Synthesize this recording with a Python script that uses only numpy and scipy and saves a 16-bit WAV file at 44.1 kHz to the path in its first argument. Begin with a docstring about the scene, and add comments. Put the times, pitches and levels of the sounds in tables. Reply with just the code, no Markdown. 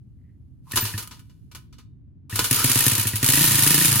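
"""A small single-cylinder motorcycle is kick-started in a garden beside a wooden shed, over a faint rumble.
First the lever scrapes and clanks, ringing the frame; this kick only pumps air, and a spring pings.
On the second kick the engine coughs and catches, each stroke sending a gas pulse down the resonant
exhaust pipe and shaking the valve gear and loose metal. Finally it runs unevenly, firing and coasting
by turns. Throughout, shed and fence scatter short echoes."""
import sys
import numpy as np
from scipy import signal
from scipy.fft import rfft, irfft
from scipy.io import wavfile

SR = 44100
rng = np.random.default_rng(int(sys.argv[2]) if len(sys.argv) > 2 else 0)


def dump_mix(stems):
    """Bounce the given channels to the path in sys.argv[1] as a 16-bit WAV at rate SR."""
    frames = np.atleast_2d(stems).T  # one column per channel
    limited = np.clip(frames, -1, 1)  # hard clip at full scale
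    pcm = np.round(limited * 32767).astype(np.int16)
    wavfile.write(sys.argv[1], SR, pcm)


N = 176400

# outdoor rumble spectrum: frequency_hz, relative_db
RUMBLE_SPECTRUM = [(25, -23), (60, -1), (117, 1.5), (180, -9), (280, -13), (480, -37.5), (900, -47)]
# the lever rubbing under the foot: start_s, length_s, pitch_hz, level_db
LEVER_SCRAPES = [(0.17, 0.2, 1940, -79), (0.65, 0.11, 1040, -55.5), (2.544, 0.11, 1300, -33)]
# continuous chain and gear rattle: time_s, level_db
RATTLE_LEVEL = [(.62, -86.5), (.74, -37), (.79, -46.5), (.87, -35), (.95, -41.5), (1.01, -47.5),
                (1.08, -65.5), (2.28, -108), (2.31, -41.5), (2.40, -28), (2.49, -34), (2.54, -24),
                (2.80, -24.5), (3.0, -27), (3.11, -34), (3.21, -34.5), (3.25, -26.5), (3.35, -23),
                (4, -25.5)]
# knocks of lever, ratchet and stand: start_s, clank_db, clink_db, decay_ms
LEVER_KNOCKS = [(0.711, -36, -60, 11), (.719, -43.5, -19.5, 2.9), (0.758, -27, -16, 20),
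                (0.771, -17.5, -18, 20), (0.81, -30, -36, 13), (0.85, -29, -28.5, 37),
                (0.977, -31, -28, 29), (1.026, -38, -33, 11), (1.074, -44, -33, 5.4),
                (1.11, -40.5, -50, 32), (1.193, -50, -49, 11), (1.296, -59, -78, 24), (1.514, -48, -52, 18),
                (1.549, -37.5, -39, 17), (1.726, -51.5, -68, 21), (1.783, -47.5, -73, 19),
                (2.296, -41.5, -37, 25), (2.357, -25.5, -17, 12), (2.391, -15.5, -18.5, 12),
                (2.442, -26, -18, 22)]
# strokes while the engine is kicked over and coughs: start_s, burn_share, puff_db, clatter_db
SLOW_STROKES = [(0.737, 0.27, -4.5, -27), (0.826, 0.1, -1, -8.5), (0.9417, 0, -2.5, -43.5),
                (2.328, 0.03, -2, -46.5), (2.418, 0.1, -4.5, -12.5), (2.513, 1, -4.5, 3),
                (2.574, 0.18, -7, -24.5), (2.645, 0.82, -0.5, 4), (2.7, 0.72, -6.5, 4), (2.759, 0.7, -1, 5),
                (2.81, 0.87, -13, 3), (2.867, 0.76, -0.5, 4), (2.920, 0.26, 1.5, 1.5),
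                (2.983, 0.14, 1, 1.5), (3.056, 0.2, 0.5, -27), (3.136, 0.13, 1.5, -20),
                (3.231, 1, -3.5, 4.5), (3.290, 1, -4.5, 5.5)]
# crank shakes between slow strokes: start_s, clatter_db
CRANK_SHAKES = [(2.593, -4.5), (3.07, -1), (3.156, -4)]
# speed of the running engine: time_s, stroke_rate_hz
RUN_SPEED = [(3.337, 26.3), (3.41, 30.1), (3.51, 28.5), (3.58, 24.8), (3.666, 24), (3.746, 28.8),
             (3.85, 29.3), (3.92, 25.6)]
# its combustion, from coasting (0) to full firing (1): time_s, burn_share
RUN_BURN = [(3.44, 0.79), (3.48, 0.13), (3.55, 0), (3.585, 0.48), (3.625, 0), (3.665, 0.87), (3.85, 0.68),
            (3.885, 0.02)]
# valve and chain taps within a stroke: cycle_share, relative_db
VALVE_TAPS = [(0, 0), (.27, -.5), (.55, -2), (.8, -5)]
# spectra of the engine case and of thin metal: frequency_hz, relative_db
CASE_SPECTRUM = [(350, -3), (770, -15), (940, -2), (1300, -5.5), (2900, -5.5), (4500, -2), (16000, -19)]
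THIN_SPECTRUM = [(400, -35), (2000, -11.5), (3000, -7.5), (7000, -7), (9300, -2), (11200, 1), (12500, -4.5),
                 (15500, -6.5)]
# resonances common to both: pitch_hz, t60_s, relative_db
METAL_MODES = [(1258, 0.018, -1), (1452, 0.13, 1.5), (2895, 0.016, -1)]
# stereo width of the clatter: frequency_hz, side_to_mid_db
CLATTER_WIDTH = [(100, -26), (800, -29.5), (2000, -8.5), (4500, 0.5)]
# modes of the frame and of the cylinder head: pitch_hz, t60_s, level_db
FRAME_MODES = [(1015, 0.25, -21), (1255, 0.15, -16.5), (1486, .19, -20), (2340, .2, -26), (2950, .24, -21),
               (3590, 0.37, -29)]
HEAD_MODES = [(1753, 0.065, -34.5), (1868, 0.087, -35), (2536, 0.042, -37.5), (2750, 0.16, -45)]
# exhaust pulses, at a sound speed ratio of 1:
# size_db, rise_ms, round_trip_ms, echo_share, echo_cutoff_hz, silencer_hz, silencer_q, leak_share
SLOW_FIRED = (17, .53, 7.6, .74, 660, 106, 4, .15)
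SLOW_UNFIRED = (2.5, 1.1, 8.9, 0.73, 1400, 105, 2, 0.033)
RUNNING_FIRED = (8.7, 0.5, 7.16, 0.8, 380, 87, 1.06, 0.16)
RUNNING_UNFIRED = (14.4, 0.78, 9.04, 0.65, 2700, 140.4, 9.8, 0.015)

CONTACT_MS, TAP_MS, CASE_MS = .6, 6, 17
TAP_DB, TAP_RUN_DB, TAP_BURN_DB, TAP_SCATTER_DB = -14.5, 3, 2.5, 1.8
TAP_LEAD_S, TAP_JITTER_S, SLOW_CYCLE_S = 0.0028, .001, 0.061
CASE_DB, CASE_TAP_DB, CASE_RATTLE_DB = -34.5, -29.5, -4
ECHO_CLATTER_DB, ECHO_EXHAUST_DB = -12, -39.5
FFT_HZ = np.fft.rfftfreq(2 * N, 1 / SR)


def undb(db):
    """Amplitude ratio of a level in decibels."""
    return 10 ** (np.asarray(db) / 20)


def curve(points, at):
    """Linear interpolation through a table."""
    return np.interp(at, *np.array(points).T)


def colour(spectrum):
    """Gain of a spectrum table, interpolated on a log-frequency axis."""
    hz, db = np.array(spectrum).T
    return undb(np.interp(np.log(FFT_HZ + 1), np.log(hz), db))


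def shaped(x, gain):
    """Linear filtering, normalised to conserve the power of white noise."""
    return irfft(rfft(x, 2 * N) * gain / np.sqrt(np.mean(abs(gain) ** 2)))[:N]


def resonance(hz, centre_hz, q):
    """Band-pass response of a damped oscillator, gain 1 at its centre."""
    u = 1j * hz / centre_hz
    return u / q / (1 + u / q + u * u)


def add(track, start_s, sound):
    """Superposition: a sound adds to the track from its start time."""
    i = int(np.clip(start_s * SR, 0, N))
    part = sound[:N - i]
    track[i:i + len(part)] += part


def rumble(level_db=-48.5, side_db=-4):
    """Filtered noise: a faint low outdoor rumble, partly correlated between left and right."""
    gain = colour(RUMBLE_SPECTRUM) / (1 + (FFT_HZ / 1500) ** 2)
    mid, side = (shaped(rng.standard_normal(N), gain) for _ in range(2))
    return undb(level_db) * (mid + undb(side_db) * side * np.array([[1], [-1]]))


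def lever_scrapes(slips_per_s=750):
    """Stick-slip friction: a swell of irregular slips drives one resonance of the lever and its gear."""
    out = np.zeros(N)
    for start_s, length_s, pitch_hz, db in LEVER_SCRAPES:
        force = np.zeros(N)
        add(force, start_s, undb(db) * np.sqrt(np.hanning(int(length_s * SR))))
        slipping = rng.random(N) < slips_per_s / SR
        slips = slipping * rng.standard_normal(N) * np.sqrt(SR / slips_per_s)
        out += shaped(force * slips, resonance(FFT_HZ, pitch_hz, q=4.4) ** 2)
    return out


def impact_power(db, decay_ms):
    """Damping: the power of an impact builds quickly, then decays exponentially."""
    ms = np.arange(SR // 5) / SR * 1000
    return undb(db) ** 2 * np.exp(-2 * ms / decay_ms) * (1 - np.exp(-ms / CONTACT_MS))


def contact_powers():
    """Incoherent sources add in power: rattle, knocks and valve taps on the case and on thin metal."""
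    thin = undb(curve(RATTLE_LEVEL, np.arange(N) / SR)) ** 2
    case = thin * undb(CASE_RATTLE_DB) ** 2
    for t, clank_db, clink_db, decay_ms in LEVER_KNOCKS:
        add(case, t, impact_power(clank_db, decay_ms))
        add(thin, t, impact_power(clink_db, decay_ms))
    for t, db in CRANK_SHAKES:
        add(thin, t, impact_power(TAP_DB + db, CASE_MS))
    strokes = [(t, SLOW_CYCLE_S, db) for t, _, _, db in SLOW_STROKES]
    strokes += [(t, cycle_s, TAP_RUN_DB + TAP_BURN_DB * burn) for t, cycle_s, burn in running_strokes()]
    for t, cycle_s, db in strokes:
        add(case, t - TAP_LEAD_S, impact_power(CASE_DB + db, CASE_MS))
        for share, tap_db in VALVE_TAPS:
            late, hard = rng.standard_normal(2)
            tap_s = t - TAP_LEAD_S + share * cycle_s + TAP_JITTER_S * late * (share > 0)
            blow_db = TAP_DB + db + tap_db + TAP_SCATTER_DB * hard
            add(thin, tap_s, impact_power(blow_db, TAP_MS))
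            add(case, tap_s, impact_power(blow_db + CASE_TAP_DB, TAP_MS))
    return case, thin


def panel_response():
    """Modal overlap: brief, crowded treble resonances of mudguards and brackets give a ragged response."""
    tail = np.sqrt(impact_power(0, decay_ms=4)) * rng.standard_normal(SR // 5)
    share = .5 * FFT_HZ / (FFT_HZ + 2000)
    return 1 + share * rfft(tail / np.sqrt(np.sum(tail ** 2)), 2 * N)


def metal_clatter(power, spectrum, grain_db=2.3):
    """Forced vibration: gritty contacts drive the metal; the treble differs between left and right."""
    ring = 1 + sum(undb(db) / (1 + 2j * np.pi * (FFT_HZ - pitch_hz) * t60_s / np.log(1000))
                   for pitch_hz, t60_s, db in METAL_MODES)
    body = colour(spectrum) * ring
    grit = undb(grain_db * np.repeat(rng.standard_normal(N // 12), 12))
    force = np.sqrt(power / np.mean(grit ** 2)) * grit
    mid, side = (shaped(force * rng.standard_normal(N), body * panel_response()) for _ in range(2))
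    width = colour(CLATTER_WIDTH)
    channels = [rfft(mid, 2 * N) + sign * width * rfft(side, 2 * N) for sign in (1, -1)]
    return np.array([irfft(channel / np.sqrt(1 + width ** 2))[:N] for channel in channels])


def strike(modes, db, scatter_db=2.5, detune=.012):
    """Free vibration: a blow excites damped modes, each time in a new mix and slightly retuned."""
    t, ring = np.arange(SR // 3) / SR, 0
    deviations, phases = rng.standard_normal((len(modes), 2)), rng.random(len(modes))
    for (hz, t60_s, mode_db), (hard, sharp), phase in zip(modes, deviations, phases):
        envelope = undb(db + mode_db + scatter_db * hard) * np.exp(-np.log(1000) * t / t60_s)
        ring += envelope * np.sin(2 * np.pi * (hz * (1 + detune * sharp) * t + phase))
    return ring * (1 - np.exp(-t * 1000 / CONTACT_MS))


def frame_ring(ring_db_per_db=0.91):
    """Impact excitation: each knock rings the frame, light knocks more in proportion than hard ones."""
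    out = np.zeros(N)
    for t, clank_db, _, _ in LEVER_KNOCKS:
        add(out, t, strike(FRAME_MODES, ring_db_per_db * clank_db))
    return out


def head_ring(burn_db=8, run_db=4, valve_db=-12):
    """Modal ringing: strokes excite the cylinder head, harder when fired; once running, so do taps."""
    out = np.zeros(N)
    for t, burn, _, _ in SLOW_STROKES:
        add(out, t - TAP_LEAD_S, strike(HEAD_MODES, burn_db * burn))
    for t, cycle_s, burn in running_strokes():
        add(out, t - TAP_LEAD_S, strike(HEAD_MODES, burn_db * burn + run_db))
        for share, tap_db in VALVE_TAPS[1:]:
            add(out, t - TAP_LEAD_S + share * cycle_s, strike(HEAD_MODES, valve_db + tap_db))
    return out


def puff(kind, speed_ratio, size=16384):
    """Pipe resonance: a gas pulse reflects end to end and rings the silencer and its small chamber."""
    db, rise_ms, trip_ms, echo, cutoff_hz, silencer_hz, q, leak = kind
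    hz = np.fft.rfftfreq(size, 1 / SR)
    s = 2j * np.pi * hz / 1000  # Laplace variable, per ms
    pulse = s * rise_ms ** 2 / (1 + s * rise_ms) ** 4 * SR / 1000
    pipe = 1 / (1 - echo * np.exp(-s * trip_ms / speed_ratio - (hz / cutoff_hz) ** 2))
    ring = undb(-4.5) * resonance(hz, centre_hz=137.3, q=18)
    silencer = leak + resonance(hz, silencer_hz * speed_ratio, q) + ring
    chamber = 1 + undb(6.5) * resonance(hz, centre_hz=292.5, q=8.3)
    return undb(db) * irfft(pulse * pipe * silencer * chamber)[:size // 2]


def exhaust(heat_speedup=0.29, heat_share=0.6, speed_scatter=.06):
    """Sound travels faster in hot gas: once the engine runs, firings heat the pipe and lift its note."""
    out, heat = np.zeros(N), 0
    # a fired stroke pushes gas out; an unfired one sucks it back
    for t, burn, db, _ in SLOW_STROKES:
        push = burn * puff(SLOW_FIRED, speed_ratio=0.96)
        suck = (1 - burn) * puff(SLOW_UNFIRED, speed_ratio=0.94)
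        add(out, t, undb(db) * (push - suck))
    for t, _, burn in running_strokes():
        speed_ratio = 1 + heat_speedup * heat + speed_scatter * rng.standard_normal()
        push = burn * puff(RUNNING_FIRED, speed_ratio)
        suck = (1 - burn) * puff(RUNNING_UNFIRED, speed_ratio=0.94)
        add(out, t, push - suck)
        heat += heat_share * (burn - heat)
    return out


def spring_ping(start_s=.808, pitch_hz=13950):
    """Damped oscillation: a spring gives one thin, high ping during the first kick."""
    out, envelope = np.zeros(N), np.sqrt(impact_power(db=-20, decay_ms=24))
    add(out, start_s, envelope * np.sin(2 * np.pi * pitch_hz * np.arange(len(envelope)) / SR))
    return out


def running_strokes():
    """Period is the inverse of rate: the running engine's strokes as start_s, cycle_s, burn_share."""
    t, rows = RUN_SPEED[0][0], []
    while t < N / SR:
        cycle_s = 1 / curve(RUN_SPEED, t)
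        rows.append((t, cycle_s, curve(RUN_BURN, t)))
        t += cycle_s
    return rows


def garden_echoes(x, low_t60_s=0.37, high_t60_s=0.26, split_hz=3500, onset_s=0.004):
    """Diffuse reflection: shed and fence scatter a tail of echoes whose treble dies sooner."""
    t, tail = np.arange(SR) / SR, 0
    for band, t60_s in (("low", low_t60_s), ("high", high_t60_s)):
        sos = signal.butter(2, split_hz, band, fs=SR, output="sos")
        tail += signal.sosfilt(sos, rng.standard_normal(SR)) * np.exp(-np.log(1000) * t / t60_s)
    tail *= np.minimum(t / onset_s, 1)
    return signal.fftconvolve(x, tail / np.sqrt(np.sum(tail ** 2)))[:N]


def scene():
    """Superposition of clatter, exhaust, their echoes and the rumble."""
    case, thin = contact_powers()
    clatter = metal_clatter(case, CASE_SPECTRUM) + metal_clatter(thin, THIN_SPECTRUM)
    clatter += head_ring() + spring_ping() + frame_ring() + lever_scrapes()
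    pipe = exhaust()
    scattered = undb(ECHO_CLATTER_DB) * clatter + undb(ECHO_EXHAUST_DB) * pipe
    echoes = np.array([garden_echoes(channel) for channel in scattered])
    return clatter + pipe + echoes + rumble()


def record(dry):
    """Band limiting: a steep low-pass filter removes the treble above 15.9 kHz."""
    return signal.sosfilt(signal.ellip(10, .2, 80, 15900, fs=SR, output="sos"), dry)


dry = scene()
out = record(dry)
dump_mix(out)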